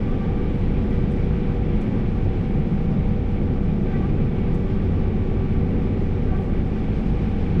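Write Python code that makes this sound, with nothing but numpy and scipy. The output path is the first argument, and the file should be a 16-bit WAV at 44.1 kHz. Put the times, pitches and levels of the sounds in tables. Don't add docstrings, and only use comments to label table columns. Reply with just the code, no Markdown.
import sys
import numpy as np
from scipy import signal
from scipy.fft import rfft, irfft, next_fast_len
from scipy.io import wavfile
from scipy.ndimage import map_coordinates

SR = 44100
rng = np.random.default_rng(int(sys.argv[2]) if len(sys.argv) > 2 else 0)


def file_out(sig):
    cols = np.atleast_2d(sig).T
    lim = np.clip(cols, -1, 1)
    pcm = np.round(lim * 32767).astype(np.int16)
    wavfile.write(sys.argv[1], SR, pcm)


N = 335146
TIME = np.arange(N) / SR

# frequency in Hz, density in dB per Hz.
HISS_SPECTRUM = [(2000, -115), (4000, -101), (4900, -99), (5600, -102), (7000, -109.3), (8100, -111.2),
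                 (10000, -118.5), (11000, -126), (12400, -125), (15000, -131)]
# time in seconds, relative hiss level in dB.
STRAW_LEVEL = [(0, 0), (1, 0), (2.6, -0.5), (3.3, -1), (4.6, -0.5), (6.6, -0.5), (6.95, 2.5), (7.6, 1.5)]
# frequency in Hz, density in dB per Hz.
CLATTER_SPECTRUM = [(300, -100), (800, -74), (1050, -78.5), (1450, -80), (2050, -81), (2290, -76.5),
                    (2620, -83.5), (3450, -88), (4200, -96.5), (7000, -125), (12000, -160)]
# time in seconds, relative level in dB.
CROP_LOAD = [(0, -0.3), (1, 0.1), (1.5, 0), (1.8, 0.5), (2.7, -1), (3.6, -1.5), (4.1, -1), (6.6, -0.5),
             (7.5, 1)]
# start in seconds, level in dB, centre in Hz,
# standard deviation of the band in octaves, time to fall 60 dB in seconds.
CAB_TICKS = [(1.112, -62, 8400, 0.25, 0.11), (1.808, -59, 6500, 0.52, 0.15),
             (4.538, -58.5, 6400, 0.52, 0.15), (6.672, -70, 8800, .15, .08)]
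# centre in seconds, standard deviation of the swell
# in seconds, peak level in dB.
HAND_SLIDES = [(.57, 0.06, -74.5), (.9, .06, -77), (2.56, .07, -79), (6.42, .05, -71)]
# frequency in Hz, level in dB rms, speed wander in Hz.
DRIVE_WHINES = [(351, -45.5, 3), (441.3, -49, 1), (468.3, -56, 1), (507, -59, 1.2), (829.5, -54.5, 2),
                (855, -62, 1.5), (1367, -63.5, 4), (1818, -66, 7), (1957, -65.5, 7), (5432, -85, 15)]
# time in seconds, blade rate in Hz.
FAN_BLADE_RATE = [(0, 477.5), (.4, 480.5), (.95, 479), (1.07, 482.5), (1.35, 482.5), (1.8, 479),
                  (2.3, 482.3), (2.75, 480.5), (3.07, 483.5), (3.22, 479), (3.65, 483.8), (3.88, 477.5),
                  (4.45, 480), (4.72, 476), (5.02, 479), (5.4, 478), (5.88, 482), (6.35, 478.5),
                  (6.78, 477.5), (7.35, 482.3), (7.6, 477.5)]
# time in seconds, level in dB rms.
FAN_WHINE_LEVEL = [(0, -41.5), (1.3, -39.5), (1.9, -42.5), (3.1, -41.5), (4, -41.5), (4.6, -41), (5.2, -44),
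                   (6, -40.5), (6.9, -44), (7.5, -40.5)]
# centre in seconds, standard deviation
# of the swell in seconds, pitch in Hz, glide in Hz per second, strongest harmonic, peak level in dB.
VALVE_GROANS = [(.095, .014, 390, 0, 2.7, -46.5), (.143, .016, 388, 0, 2, -41),
                (.22, .013, 392, 100, 2, -41.5), (.238, .012, 393, 200, 4.2, -47),
                (.297, .018, 390, 200, 2, -42), (.36, .016, 386, 0, 2, -42.5),
                (.4, .015, 394, -100, 3.1, -47), (.447, .013, 390, 0, 2.2, -44.5),
                (.925, .025, 392, 100, 4.6, -50), (3.893, .017, 390, 100, 3.6, -46),
                (3.938, .012, 385, 300, 2.1, -40), (3.955, .013, 391, 150, 4.6, -43.5),
                (3.972, .01, 385, 0, 2, -40.5), (4.016, .012, 384, 600, 1.9, -38.5),
                (4.047, .012, 398, 250, 3, -41), (6.287, .014, 388, 0, 3.2, -47.5),
                (6.33, .01, 380, -200, 2, -39), (6.358, .015, 388, 150, 3.3, -45),
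                (6.41, .012, 376, -200, 2, -40.5), (6.495, .016, 386, 250, 3, -48)]
VALVE_HZ, VALVE_DB = 775, -7
# time in seconds, hum level in dB rms.
PUMP_PRESSURE = [(0, -37), (.5, -40.5), (1.9, -40.5), (2.2, -49), (3.3, -46.5), (4.1, -42.5), (4.35, -38),
                 (5.6, -37.5), (6.7, -41), (7.1, -50), (7.6, -47.5)]
# centre in Hz, full width at half amplitude in Hz, relative level in dB.
OIL_RESONANCES = [(745.5, 39, 3), (803, 110, -0.5), (1161, 55, 0), (1255, 49, -5), (1534, 45, -2.5),
                  (1960, 25, -5.5)]
PUMP_HZ = 384.0
OCTAVE_DB, OCTAVE_FALL = -54, 1
OIL_DB, OIL_GROWS = -50, 0.53
# centre in Hz, standard deviation in Hz, level in dB rms before the curve.
BOOM_AIR_MODES = [(145.4, 9, -33), (182.1, 10, -33)]
# time in seconds, level in dB relative to its modes.
BOOM_LEVEL = [(0, -7.5), (.5, -2), (1.4, 2), (2.1, -4.5), (2.7, 4), (3.4, -1.5), (4.2, 3), (4.8, -3),
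              (5.5, 0.5), (6.1, -4.5), (7.5, 1.5)]
# frequency in Hz, density in dB per Hz.
RUMBLE_SPECTRUM = [(5, -69.5), (18, -55.5), (30, -48.5), (46, -53), (72, -50.5), (115, -52.5), (200, -48.5),
                   (260, -52.5), (330, -57), (400, -58.5), (540, -65), (650, -71), (900, -79), (3000, -125),
                   (8000, -160)]
# centre in Hz, two standard deviations in Hz, lift in dB.
CAB_AIR_MODES = [(36.5, 4.8, 7), (59, 9.9, 9), (94, 11, 6.5), (302, 7.3, 1.5), (366, 14, 3)]
# frequency in Hz, level in dB rms, speed wander in Hz.
SHAFT_TONES = [(9.6, -39, .05), (19.1, -47, .1), (22.9, -34, .1), (38.1, -39.5, .15), (55, -38.5, .2),
               (57.3, -36.5, .25), (59.5, -39.5, .3), (92.5, -43.5, .25), (96.6, -43, .25),
               (113.5, -46, .25), (228.4, -41.5, .35), (232, -46, .6), (252.6, -44.5, .35),
               (264.9, -47, .25)]
# time in seconds, level in dB rms.
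BAR_BEAT_LEVEL = [(0, -40.5), (.8, -29), (1.3, -35), (1.6, -30), (1.9, -41.5), (2.6, -28.5), (3, -32.5),
                  (3.3, -28), (3.85, -41), (4.2, -26), (4.55, -38), (4.95, -25), (5.4, -29.5), (5.8, -28),
                  (6.5, -31.5), (7.1, -41.5), (7.45, -29.5)]
SHAKE_HZ, SHAKE_DB = 26.65, -27.5
BARS_HZ = 88.2
# multiple of the crank speed, level in dB rms.
ENGINE_ORDERS = [(1, -46), (1.5, -38), (3, -33), (3.5, -45), (4.5, -35.3), (6, -34.3)]
CRANK_HZ = 35.0
EDGE_S, TOP_HZ = .004, 15100


def amp(db):
    return 10 ** (np.asarray(db) / 20)


def unit(x):
    return x / np.sqrt(np.mean(x ** 2) + 1e-20)


def along(points, hz):
    point_hz, value = np.transpose(points)
    return np.interp(np.log(hz + 1), np.log(point_hz + 1), value)


def curves(rows):
    seconds, *columns = np.transpose(rows)
    return [np.interp(TIME, seconds, column) for column in columns]


def wobble(rate):
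    knots = rng.standard_normal(int(N * rate / SR) + 4)
    coarse_time = TIME[::32]
    return np.interp(TIME, coarse_time, map_coordinates(knots, [coarse_time * rate]))


def noise(gain):
    size = next_fast_len(N + 8192)
    hz = np.fft.rfftfreq(size, 1 / SR)
    spectrum = rfft(rng.standard_normal(size)) * gain(hz)
    return irfft(spectrum, size)[:N] * np.sqrt(SR / 2)


def band(centre_hz, octaves):
    return unit(noise(lambda hz: np.exp(-.5 * (np.log2((hz + 1) / centre_hz) / octaves) ** 2)))


def turns(hz):
    return np.cumsum(hz) / SR


def tone(cycles):
    return np.sqrt(2) * np.sin(2 * np.pi * (cycles + rng.random()))


def swell(centre_s, spread_s):
    return np.exp(-.5 * ((TIME - centre_s) / spread_s) ** 2)


def hiss(straw_db, uneven_db=1.0):
    level = amp(straw_db + uneven_db * wobble(25))
    return level * noise(lambda hz: amp(along(HISS_SPECTRUM, hz)))


def clatter(load_db, crank, firing_rms=0.035, uneven_db=0.63):
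    pulsing = 1 + firing_rms * tone(3 * crank)
    level = amp(load_db + uneven_db * wobble(14))
    return level * pulsing * noise(lambda hz: amp(along(CLATTER_SPECTRUM, hz)))


def ticks(attack_s=.003):
    out = np.zeros(N)
    for start_s, db, hz, octaves, t60 in CAB_TICKS:
        age = np.maximum(TIME - start_s, 0)
        decay = amp(db - 60 * age / t60)
        out += decay * (1 - np.exp(-age / attack_s)) * band(hz, octaves)
    return out


def palm_on_wheel(grain_db=3.5):
    brushing = sum(amp(db) * swell(centre_s, spread_s) for centre_s, spread_s, db in HAND_SLIDES)
    grain = unit(amp(grain_db * np.tanh(wobble(130))))
    return brushing * grain * band(centre_hz=7000, octaves=0.58)


def rotors(table, sway_db, wander_rate):
    out = np.zeros(N)
    for hz, db, wander_hz in table:
        speed = hz + wander_hz * wobble(wander_rate)
        out += amp(db + sway_db * wobble(3)) * tone(turns(speed))
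    return out


def fan(flutter_hz=0.57, sway_db=1.0):
    blade_hz, = curves(FAN_BLADE_RATE)
    level_db, = curves(FAN_WHINE_LEVEL)
    return amp(level_db + sway_db * wobble(6)) * tone(turns(blade_hz + flutter_hz * wobble(20)))


def groans(jitter=.024, harmonic_spread=.9):
    out = np.zeros(N)
    for centre_s, spread_s, hz, glide, strongest, db in VALVE_GROANS:
        pitch = hz + glide * np.clip(TIME - centre_s, -2 * spread_s, 2 * spread_s)
        cycles = turns(pitch * (1 + jitter * wobble(220)))
        buzz = np.zeros(N)
        for k in range(1, 7):
            buzz += tone(k * cycles) / (1 + ((k - strongest) / harmonic_spread) ** 2)
        body_ring = amp(VALVE_DB) * band(centre_hz=VALVE_HZ, octaves=0.1)
        out += amp(db) * swell(centre_s, spread_s) * (unit(buzz) + body_ring)
    return out


def hydraulics(crank, buzz_db=-11, gurgle_db=1.6, waver_hz=0.26):
    hum_db, = curves(PUMP_PRESSURE)
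    pressure_db = hum_db - hum_db.mean()
    teeth = crank * PUMP_HZ / CRANK_HZ + turns(waver_hz * wobble(4))
    hum = amp(hum_db) * tone(teeth)
    octave = amp(OCTAVE_DB - OCTAVE_FALL * pressure_db) * tone(2 * teeth)
    flow_db = OIL_DB + OIL_GROWS * pressure_db + gurgle_db * wobble(12)
    buzz = amp(buzz_db) * tone(3 * teeth + .15 * wobble(35))

    def line_gain(hz):
        return sum(amp(db) / (1 + ((hz - centre) / width * 2) ** 2) for centre, width, db in OIL_RESONANCES)

    return hum + octave + amp(flow_db) * (buzz + unit(noise(line_gain)))


def boom(lumps_db=0.4):
    boom_db, = curves(BOOM_LEVEL)
    ring = np.zeros(N)
    for centre, spread_hz, db in BOOM_AIR_MODES:
        ring += amp(db) * unit(noise(lambda hz: np.exp(-.5 * ((hz - centre) / spread_hz) ** 2)))
    return amp(boom_db + lumps_db * wobble(9.1)) * ring


def threshing(crank, throb_rms=0.0425, lumps_db=.5):
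    def cab_lift(hz):
        return sum(db * np.exp(-2 * ((hz - centre) / width) ** 2) for centre, width, db in CAB_AIR_MODES)

    rumble = noise(lambda hz: amp(along(RUMBLE_SPECTRUM, hz) + cab_lift(hz)))
    throbbing = 1 + throb_rms * tone(crank / 2)
    return amp(lumps_db * wobble(8)) * rumble * throbbing


def drum(slip=0.0023, sway_db=0.25):
    bars_db, = curves(BAR_BEAT_LEVEL)
    speed = 1 + slip * wobble(3)
    shake = amp(SHAKE_DB + sway_db * wobble(3.7)) * tone(turns(SHAKE_HZ * speed))
    beat = amp(bars_db + sway_db * wobble(4.6)) * tone(turns(BARS_HZ * speed))
    return shake + beat


def diesel(crank):
    return sum(amp(db) * tone(order * crank) for order, db in ENGINE_ORDERS)


def scene():
    crank = turns(CRANK_HZ + 0.035 * wobble(1.95))
    load_db, = curves(CROP_LOAD)
    straw_db, = curves(STRAW_LEVEL)
    rush = hiss(straw_db) + clatter(load_db, crank) + boom() + threshing(crank)
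    small_noises = ticks() + palm_on_wheel()
    whine = rotors(DRIVE_WHINES, sway_db=0.5, wander_rate=9) + fan()
    steering = groans() + hydraulics(crank)
    drone = rotors(SHAFT_TONES, sway_db=1.0, wander_rate=3.01) + drum() + diesel(crank)
    return (rush + small_noises + whine + steering + drone)[None]


def record(dry):
    opening = np.sin(np.pi / 2 * np.minimum(TIME / EDGE_S, 1)) ** 2
    low_pass = signal.butter(24, TOP_HZ, fs=SR, output="sos")
    return signal.sosfilt(low_pass, dry * opening)


dry = scene()
out = record(dry)
file_out(out)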